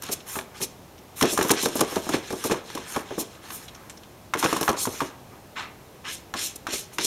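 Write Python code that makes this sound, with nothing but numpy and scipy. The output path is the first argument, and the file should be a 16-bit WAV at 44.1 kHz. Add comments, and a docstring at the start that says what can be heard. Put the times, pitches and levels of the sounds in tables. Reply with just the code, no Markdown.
"""In a small, quiet room, a stiff sheet of paper is tugged over a wooden floor while a cat pats and pins it.
Stick-slip friction makes the sliding sheet hiss, and it flutters against the boards.
Each blow flexes it with a knock, snaps its fibres and slaps it on the ringing floor; creases pop, paws thud.
The sound is heard from close by and low down, notched by the floor's reflection, over faint room noise."""
import sys
import numpy as np
from scipy import signal
from scipy.fft import irfft
from scipy.io import wavfile
from scipy.ndimage import uniform_filter1d

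SR = 44100
rng = np.random.default_rng(int(sys.argv[2]) if len(sys.argv) > 2 else 0)


def output_pcm(signal):
    """Save a mono or channel-first signal as 16-bit PCM at the path in sys.argv[1].

    Samples are clipped to [-1, 1] before scaling.
    """
    pcm = np.clip(np.atleast_2d(signal).T, -1, 1) * 32767
    wavfile.write(sys.argv[1], SR, np.round(pcm).astype(np.int16))


N = 311334
TIME = np.arange(N) / SR

# blows on the sheet, each followed by its landing on the boards:
# t/s, knock level/dB, crackle level/dB, crackle tilt/(dB/octave), drop time/s, thump level/dB
PAW_BLOWS = [(0.022, -44, -31.5, 2.5, 0.0013, -45), (0.035, -43, -32, 1, 0.0031, -40),
             (0.088, -50, -33.5, -10, 0.005, -27.5), (0.356, -27.5, -32, -15, 0.011, -26),
             (0.388, -31, -26.5, -8, 0.0017, -31), (0.605, -55, -44, -2, 0, -30),
             (0.615, -50, -31.5, -6, 0.0026, -34), (1.211, -18, -19, -4.5, 0.011, -14),
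             (1.225, -34, -14, -5, 0.0099, -13.5), (1.325, -49, -31, 5, 0.0033, -24),
             (1.376, -16, -22, -1.5, 0.013, -14.5), (1.411, -28, -19.5, -11, 0, -22),
             (1.426, -28, -20.5, 0, 0.022, -21.5), (1.452, -34, -44, -3, 0, -27.5),
             (1.494, -22.5, -20, -4, .01, -16.5), (1.504, -21.5, -17.5, -8.5, 0.01, -16),
             (1.628, -38, -24, 7, 0.0051, -23), (1.657, -24.5, -20, -3, 0.0023, -16),
             (1.755, -36, -27, 13, 0.00052, -21.5), (1.793, -37, -25, -4, 0.0015, -21),
             (1.81, -17.5, -22, -6, 0.0037, -14.5), (1.921, -37, -47, 6, 0.0015, -28),
             (1.958, -30.5, -25, -7, 0.0088, -17.5), (2.068, -49, -54, -1, 0, -25.5),
             (2.091, -25, -26.5, 0, 0.003, -19.5), (2.137, -29, -30, -4, 0.0036, -15.5),
             (2.305, -38, -32.5, -4, 0, -26), (2.325, -43, -33.5, 0, 0.0043, -22),
             (2.44, -27, -24.5, 0, 0.0091, -21.5), (2.498, -31, -37, 0, 0.0016, -20),
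             (2.512, -23, -25, -9.5, .005, -16.5), (2.541, -33, -40, -4, 0.0024, -26),
             (2.701, -41, -35.5, -8.5, 0, -40), (2.75, -48, -29.5, -2.5, 0.002, -25.5),
             (2.775, -27.5, -35, -7, 0.0067, -32.5), (2.962, -22.5, -29, -6.5, 0.0026, -20),
             (3.106, -40, -55, 1, 0.0025, -28), (3.123, -53, -49, -7, 0, -33.5),
             (3.181, -54, -48, 6, 0, -21.5), (3.2, -56, -44, 3, 0.003, -32), (3.225, -46, -40, -6, 0, -37),
             (3.504, -35, -33.5, -9, 0.007, -43), (4.337, -18.5, -19.5, -10, 0.015, -23.5),
             (4.427, -17, -22, -8, 0.0087, -18.5), (4.442, -18, -19.5, -5.5, 0.0087, -16),
             (4.459, -36, -18.5, -15, 0.031, -34), (4.528, -16.5, -25, -2, 0, -19),
             (4.565, -22, -26, -3, .011, -28), (4.61, -35, -23, 1, 0.003, -21),
             (4.629, -23.5, -23, -3.5, 0, -30), (4.679, -14.5, -21.5, -9.5, 0.0085, -16),
             (4.691, -20.5, -21, -3, 0.007, -16), (4.772, -34, -39, -12, 0, -47),
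             (4.854, -24, -27, -2, .018, -21.5), (5.005, -18.5, -26, -10, 0.012, -21),
             (6.339, -24.5, -27, -8, 0.011, -31), (6.668, -24.5, -28.5, -7, 0.017, -31),
             (6.734, -42, -49, -17, 0, -31), (6.984, -26, -19, -8.5, 0.0069, -26.5)]
# spectrum of fibres rubbing and snapping: f/Hz, level/dB
FIBRE_SPECTRUM = [(100, -38), (500, -3), (850, 1.5), (2000, -3), (4000, -1), (5600, 4), (7200, -0.5),
                  (9000, 0), (11000, -1), (13500, -3.5), (16000, -20)]


def blows(hardness=0.33, snap_backs=2, snap_back_s=0.04):
    """Impact excitation: the struck sheet knocks and crackles, lands, and its creases spring back."""
    out, landing = np.zeros(N), landing_spectrum()
    for s, knock_db, crackle_db, tilt, drop_s, thump_db in PAW_BLOWS:
        strike = amp(knock_db) * knock(pitch_hz=1118, focus_db=16) + amp(crackle_db) * crackle(tilt)
        add(out, s, strike)
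        thump = burst(landing, rise=0.0014, t60=0.066, snap=0.62, spread_db=1.5)
        slap = amp(-5) * knock(pitch_hz=905, focus_db=10.5) + amp(-12) * crackle(tilt=-11.5)
        slap_db = thump_db + hardness * min(knock_db - thump_db, 0)  # a soft blow lands dully
        add(out, s + drop_s, amp(thump_db) * thump + amp(slap_db) * slap)
        for wait in rng.uniform(0.3, 1, snap_backs):
            snap = burst(snap_spectrum(tilt), rise=0.00018, t60=0.013, snap=0.92, spread_db=1.5)
            add(out, s + wait * snap_back_s, amp(crackle_db - 14) * snap)
    return out


def knock(pitch_hz, focus_db, width_hz=140):
    """Flexural resonance: a patch of stiff sheet rings, at a slightly different pitch each time."""
    # spectrum of the flexing sheet: f/Hz, level/dB
    flexing = [(100, -15), (500, -18.5), (800, -5.5), (1200, -10.5), (1700, -4.5), (2200, -24.5),
               (3000, -27), (6000, -29)]
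    pitch_hz = pitch_hz * 2 ** rng.normal(0, 0.041)
    peak_db = 20 * np.log10(1 + amp(focus_db) / (1 + ((bins() - pitch_hz) / width_hz) ** 2))
    return burst(curve(flexing, bins()) + peak_db, rise=0.00015, t60=0.042, snap=0.83, spread_db=6)


def crackle(tilt):
    """Release of elastic strain: a cluster of fibres snaps."""
    return burst(snap_spectrum(tilt), rise=0.00055, t60=0.038, snap=0.23, spread_db=3)


def snap_spectrum(tilt):
    """Small sources radiate little bass: the spectrum of snapping fibres, in dB."""
    return curve(FIBRE_SPECTRUM, bins()) + tilt * octaves(bins()) - bass_loss(edge_hz=1900)


def landing_spectrum():
    """Modal response: the floorboards' resonances colour the slap of the sheet, in dB."""
    # spectrum of the sheet slapping on the boards: f/Hz, level/dB
    slap = [(30, -22), (90, -15), (150, -8), (200, -6.5), (265, -2.5), (325, -1.5), (385, 1), (470, -5),
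            (600, -7), (800, -12), (1200, -15), (3000, -75.5)]
    # floorboard modes: f/Hz, width/Hz, gain/dB
    board_modes = [(208, 21, 4), (253, 22, 0), (326.6, 6.6, 8), (404.5, 75, 0.5), (457, 16, 5)]
    return curve(slap, bins()) + resonances(board_modes)


def slide(patchy_db=2, tug_flutter_db=-24, idle_flutter_db=-57):
    """Stick-slip friction: the sliding sheet hisses, while it flutters on the boards."""
    rubbing = colour(grains(N, spread_db=2.04, grain_s=0.00083), friction_spectrum(tilt=0, arch=0))
    rubbing += amp(-18.5) * colour(crinkles(), friction_spectrum(tilt=-1.2, arch=-1.2))
    hz, t, spectra = signal.stft(rubbing, SR, nperseg=512)
    level_db, tilt, arch = tugging(t)
    up = octaves(hz)[:, None]
    # the contact wanders over the sheet, so its colour shifts in patches
    patches = uniform_filter1d(rng.standard_normal(spectra.shape), size=7, axis=0)
    patches = unit(uniform_filter1d(patches, size=5, axis=1))
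    gain = amp(level_db + tilt * up + arch * up ** 2 + patchy_db * patches)
    hiss = signal.istft(spectra * gain, SR, nperseg=512)[1][:N]
    flutter = unit(colour(grains(N, spread_db=2, grain_s=0.0055), landing_spectrum()))
    shaking = np.sqrt(flapping(t) ** 2 + amp(level_db + tug_flutter_db) ** 2 + amp(idle_flutter_db) ** 2)
    return hiss + np.interp(TIME, t, shaking) * flutter


def tugging(t, grip_s=0.015, swell_db=3, coast_db_per_s=256, dulling_db_per_octave_s=77):
    """Incoherent sources add in power: the tugs' total level in dB and power-weighted tilt and arch."""
    # tugs, most of them brightening as they gather speed:
    # t/s, length/s, level/dB, first tilt/(dB/octave), last tilt/(dB/octave), arch/(dB/octave^2)
    tugs = [(0.01, .13, -35, -6, -2.5, -1.5), (0.258, 0.12, -34.5, -2, 3, 0.9),
            (0.538, 0.055, -37.5, -7.5, -3, -1), (1.156, 0.077, -34, 0.5, 3, 1),
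            (1.236, 0.1, -22.5, -13.5, 6, -3), (1.34, 0.23, -31, -2.5, -2, 0),
            (1.555, 0.091, -21, -11, 5, -3.5), (1.68, 0.17, -32.5, -3, -5, -2),
            (1.857, 0.14, -31.5, -3, -2.5, -0.5), (2.01, 0.18, -33, -1, -4, -1.5),
            (2.215, 0.14, -35, -7.5, 0, -3), (2.344, 0.23, -34, -0.5, -6.5, -1),
            (2.635, 0.25, -37.5, -2.5, -7, -2.5), (2.853, 0.15, -35, 1, -4.5, 1),
            (3.048, 0.21, -38.5, -7, -2, -4), (3.29, 0.075, -44.5, -4, -6, -1.5),
            (3.413, 0.24, -41.5, -5, -1.5, 0), (3.673, 0.29, -54.5, -9, -2, 2),
            (4.366, 0.22, -28, -2.5, -3.5, -0.5), (4.6, 0.14, -36.5, 8.5, -9.5, 2),
            (4.759, 0.076, -23, -2, 9.5, -4.5), (4.887, 0.18, -34, 1, -4, -1),
            (5.29, 0.12, -60.5, -14, -8, 5), (5.555, 0.064, -28.5, -12.5, -10.5, -3.5),
            (6.04, 0.099, -27.5, -13, 2.5, -3), (6.353, 0.11, -23, -5.5, 5, -3.5),
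            (6.674, 0.12, -26.5, -8.5, 4.5, -3.5), (6.916, 0.028, -39.5, -10, 5.5, -1),
            (6.987, 0.13, -20, -7, 18, -5)]
    idle_db, idle_tilt = -58.5, -5.5  # the held sheet is never quite still
    powers, tilts, arches = [np.full(len(t), amp(idle_db) ** 2)], [np.full(len(t), idle_tilt)], [0 * t]
    for start, length, level_db, first_tilt, last_tilt, arch in tugs:
        # a tug takes hold, swells towards its middle, then coasts to rest and dulls
        age = np.maximum(t - start, 0)
        progress, coast_s = np.minimum(age / length, 1), np.maximum(age - length, 0)
        grip = 1 - np.exp(-age / grip_s)
        gain = grip * amp(level_db - swell_db * (2 * progress - 1) ** 2 - coast_db_per_s * coast_s)
        powers.append(gain ** 2)
        tilts.append(first_tilt + (last_tilt - first_tilt) * progress - dulling_db_per_octave_s * coast_s)
        arches.append(np.full(len(t), arch))
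    total_db = 10 * np.log10(sum(powers))
    return total_db, np.average(tilts, axis=0, weights=powers), np.average(arches, axis=0, weights=powers)


def friction_spectrum(tilt, arch):
    """Source and filter: the noise of rubbing fibres shaped by the sheet's resonances, in dB."""
    # resonances and dips of the rubbed sheet: f/Hz, width/Hz, gain/dB
    sheet_modes = [(1280, 58, 3), (1370, 61, -7.5), (1770, 570, 2), (1880, 35, -11), (2490, 240, 0.5),
                   (4480, 110, 0.5), (5700, 590, -4)]
    up = octaves(bins())
    rubbed_db = curve(FIBRE_SPECTRUM, bins()) + resonances(sheet_modes)
    return np.maximum(rubbed_db + tilt * up + arch * up ** 2 - bass_loss(edge_hz=1080), -60)


def crinkles(per_s=110, spread_db=3):
    """A Poisson process: single fibres snap at random as the sheet bends."""
    size = amp(spread_db * np.minimum(rng.exponential(1, N), 3)) * rng.choice([-1, 1], N)
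    return unit(size * (rng.random(N) < per_s / SR))


def flapping(t, below_thump_db=8, t60=0.22):
    """Damped vibration: the amplitude with which the sheet flaps on after each landing."""
    power = np.zeros(len(t))
    for s, *_, drop_s, thump_db in PAW_BLOWS:
        age = t - s - drop_s
        power += (age > 0) * amp(thump_db - below_thump_db - 60 * abs(age) / t60) ** 2
    return np.sqrt(power)


def scuffs(count=8000):
    """Transient friction: fast slips of the sheet's edge swell and fade under a Gaussian envelope."""
    # flicks of the edge: peak t/s, half length/s, level/dB, tilt/(dB/octave)
    flicks = [(0.129, 0.0085, -22.5, 6), (0.632, 0.013, -23, 4.5), (1.487, .0042, -36, 11),
              (1.514, 0.0045, -12, 4), (1.774, 0.015, -28.5, 5), (1.811, 0.0028, -13, 5),
              (2.143, 0.015, -22, -5.5), (2.462, 0.014, -29, 6), (2.521, 0.0091, -22, -2),
              (2.953, 0.0085, -33, -9), (3.205, 0.012, -26.5, 6.5), (3.547, 0.025, -42.5, 11.5),
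              (4.396, 0.0065, -26, 5.5), (6.562, 0.0035, -33, 7), (6.742, 0.012, -21.5, 0),
              (7.049, 0.003, -19, 4)]
    out = np.zeros(N)
    t = (np.arange(count) - count / 2) / SR
    for s, half, level_db, tilt in flicks:
        hiss = colour(grains(count, spread_db=-1.5, grain_s=0.0011), friction_spectrum(tilt, arch=-2.5))
        flutter = amp(-12.5) * unit(colour(rng.standard_normal(count), landing_spectrum()))
        add(out, s + t[0], amp(level_db) * (hiss + flutter) * np.exp(-(t / half) ** 2 / 2))
    return out


def creases(width_hz=1500, height_db=10):
    """Buckling: single creases pop, each with a brief, broad resonance of its own."""
    # crease pops: t/s, level/dB, f/Hz
    pops = [(0.203, -41, 3530), (0.979, -46, 5300), (3.681, -35.5, 3750), (3.7474, -39, 6140),
            (3.897, -33.5, 7850), (3.972, -40.5, 5600), (4.0332, -42.5, 3320)]
    out = np.zeros(N)
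    for s, level_db, pitch_hz in pops:
        ping = snap_spectrum(tilt=-6) + resonances([(pitch_hz, width_hz, height_db)])
        add(out, s, amp(level_db) * burst(ping, rise=0.001, t60=0.054, snap=0.25, spread_db=6.5))
    return out


def paws():
    """Cushioned impact: a padded paw excites mainly the floor's low frequencies."""
    # paws coming down hard: t/s, level/dB
    footfalls = [(4.443, -37), (4.693, -27), (4.871, -39), (5.016, -33)]
    # spectrum of the thud: f/Hz, level/dB
    thud = [(25, -12), (60, -8), (110, 1), (170, -13), (400, -35), (1500, -70)]
    out = np.zeros(N)
    for s, level_db in footfalls:
        add(out, s, amp(level_db) * burst(curve(thud, bins()), rise=0.003, t60=0.1, snap=0.5, spread_db=3))
    return out


def reverberation(x, first_s=0.0046):
    """Frequency-dependent absorption: sparse reflections die away at a different rate in each band."""
    # reverberation time of the room: f/Hz, t60/s
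    decay_times = [(150, 0.16), (1000, 0.73), (4000, 0.44), (14000, 0.17)]
    count = SR // 2
    taps = rng.choice([-1., 1.], count) * (rng.random(count) < 0.08) * (TIME[:count] > first_s)
    hz, t, spectra = signal.stft(taps, SR, nperseg=256)
    decay = amp(-60 * t / curve(decay_times, hz)[:, None])
    tail = signal.istft(spectra * decay, SR, nperseg=256)[1]
    return signal.fftconvolve(x, tail / np.linalg.norm(tail))[:N]


def room_noise(dips_db):
    """Stationary noise: the still room, strongest in the bass and faintly notched."""
    # spectral density of the still room: f/Hz, relative level/dB
    ambience = [(25, -22), (60, -5), (100, -2.5), (200, -5.5), (400, -10), (800, -11), (1500, -22),
                (3000, -24.5), (6000, -27), (9000, -30.5), (13500, -28), (15800, -35.5)]
    return unit(colour(rng.standard_normal(N), curve(ambience, bins()) + 0.17 * dips_db))


def burst(spectrum, rise, t60, snap, spread_db, count=5000):
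    """Impact noise: an impulse and a dying patter of contacts, filtered; rise and t60 are in seconds."""
    t = np.arange(count) / SR
    patter = grains(count, spread_db, grain_s=0.0005) * amp(-60 * t / t60) * (1 - np.exp(-t / rise))
    drive = unit(patter) + snap * unit(signal.unit_impulse(count)) * rng.choice([-1, 1])
    return unit(colour(drive, spectrum)) * np.sqrt(0.0035 * SR / count)  # energy of 3.5 ms at unit rms


def grains(count, spread_db, grain_s):
    """Amplitude modulation: noise whose strength changes from one tiny slip to the next."""
    t = np.arange(count) / SR
    strength = np.interp(t / grain_s, np.arange(count), rng.standard_normal(count))
    return unit(rng.standard_normal(count) * amp(spread_db * strength))


def colour(x, db, size=4096):
    """Minimum-phase filtering, with the given gain in each bin."""
    log_gain = np.log(amp(np.r_[db, db[-2:0:-1]]))
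    response = irfft(np.exp(np.conj(signal.hilbert(log_gain)))[:len(db)])
    return signal.fftconvolve(x, response[:size // 2])[:len(x)]


def resonances(rows):
    """Bell-shaped peaks and dips, in dB at each bin."""
    return sum(db / (1 + ((bins() - hz) / width) ** 2) ** 2 for hz, width, db in rows)


def bass_loss(edge_hz):
    """Attenuation of a third-order high-pass, in dB at each bin."""
    return 10 * np.log10(1 + (edge_hz / (bins() + 20)) ** 6)


def curve(points, hz):
    """Interpolation on a log-frequency axis."""
    f, value = np.transpose(points)
    return np.interp(np.log(hz + 1), np.log(f), value)


def octaves(hz):
    """Octaves above the middle of the friction band, held constant below 1 kHz."""
    return np.log2(np.maximum(hz, 1000) / 4000)


def bins(size=4096):
    """Frequencies of a filter's bins."""
    return np.fft.rfftfreq(size, 1 / SR)


def amp(db):
    """Decibels to amplitude ratio."""
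    return 10 ** (np.asarray(db) / 20)


def unit(x):
    """Normalisation to an rms of one."""
    return x / np.sqrt(np.mean(x ** 2) + 1e-20)


def add(mix, s, sound):
    """Superposition of a sound on the mix at time s."""
    part = mix[max(round(s * SR), 0):][:len(sound)]
    part += sound[:len(part)]


def scene():
    """Destructive interference: the floor bounce notches the near sheet's sound, over the quiet room."""
    # dips from the floor bounce and the microphone port: f/Hz, width/Hz, gain/dB
    notches = [(4750, 350, -11.5), (7900, 130, -16.5), (9410, 180, -12), (14080, 260, 0)]
    dips_db = resonances(notches)
    direct = blows() + paws() + creases() + scuffs() + slide()
    near = colour(direct + amp(-16) * reverberation(direct), dips_db)
    return (near + amp(-48.5) * room_noise(dips_db))[None]


def record(dry, edge_hz=15850):
    """Band limiting: a linear-phase low-pass removes the highest treble."""
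    low_pass = signal.firwin(511, edge_hz, window=("kaiser", 9), fs=SR)
    return signal.oaconvolve(dry, low_pass[None], "same")


dry = scene()
out = record(dry)
output_pcm(out)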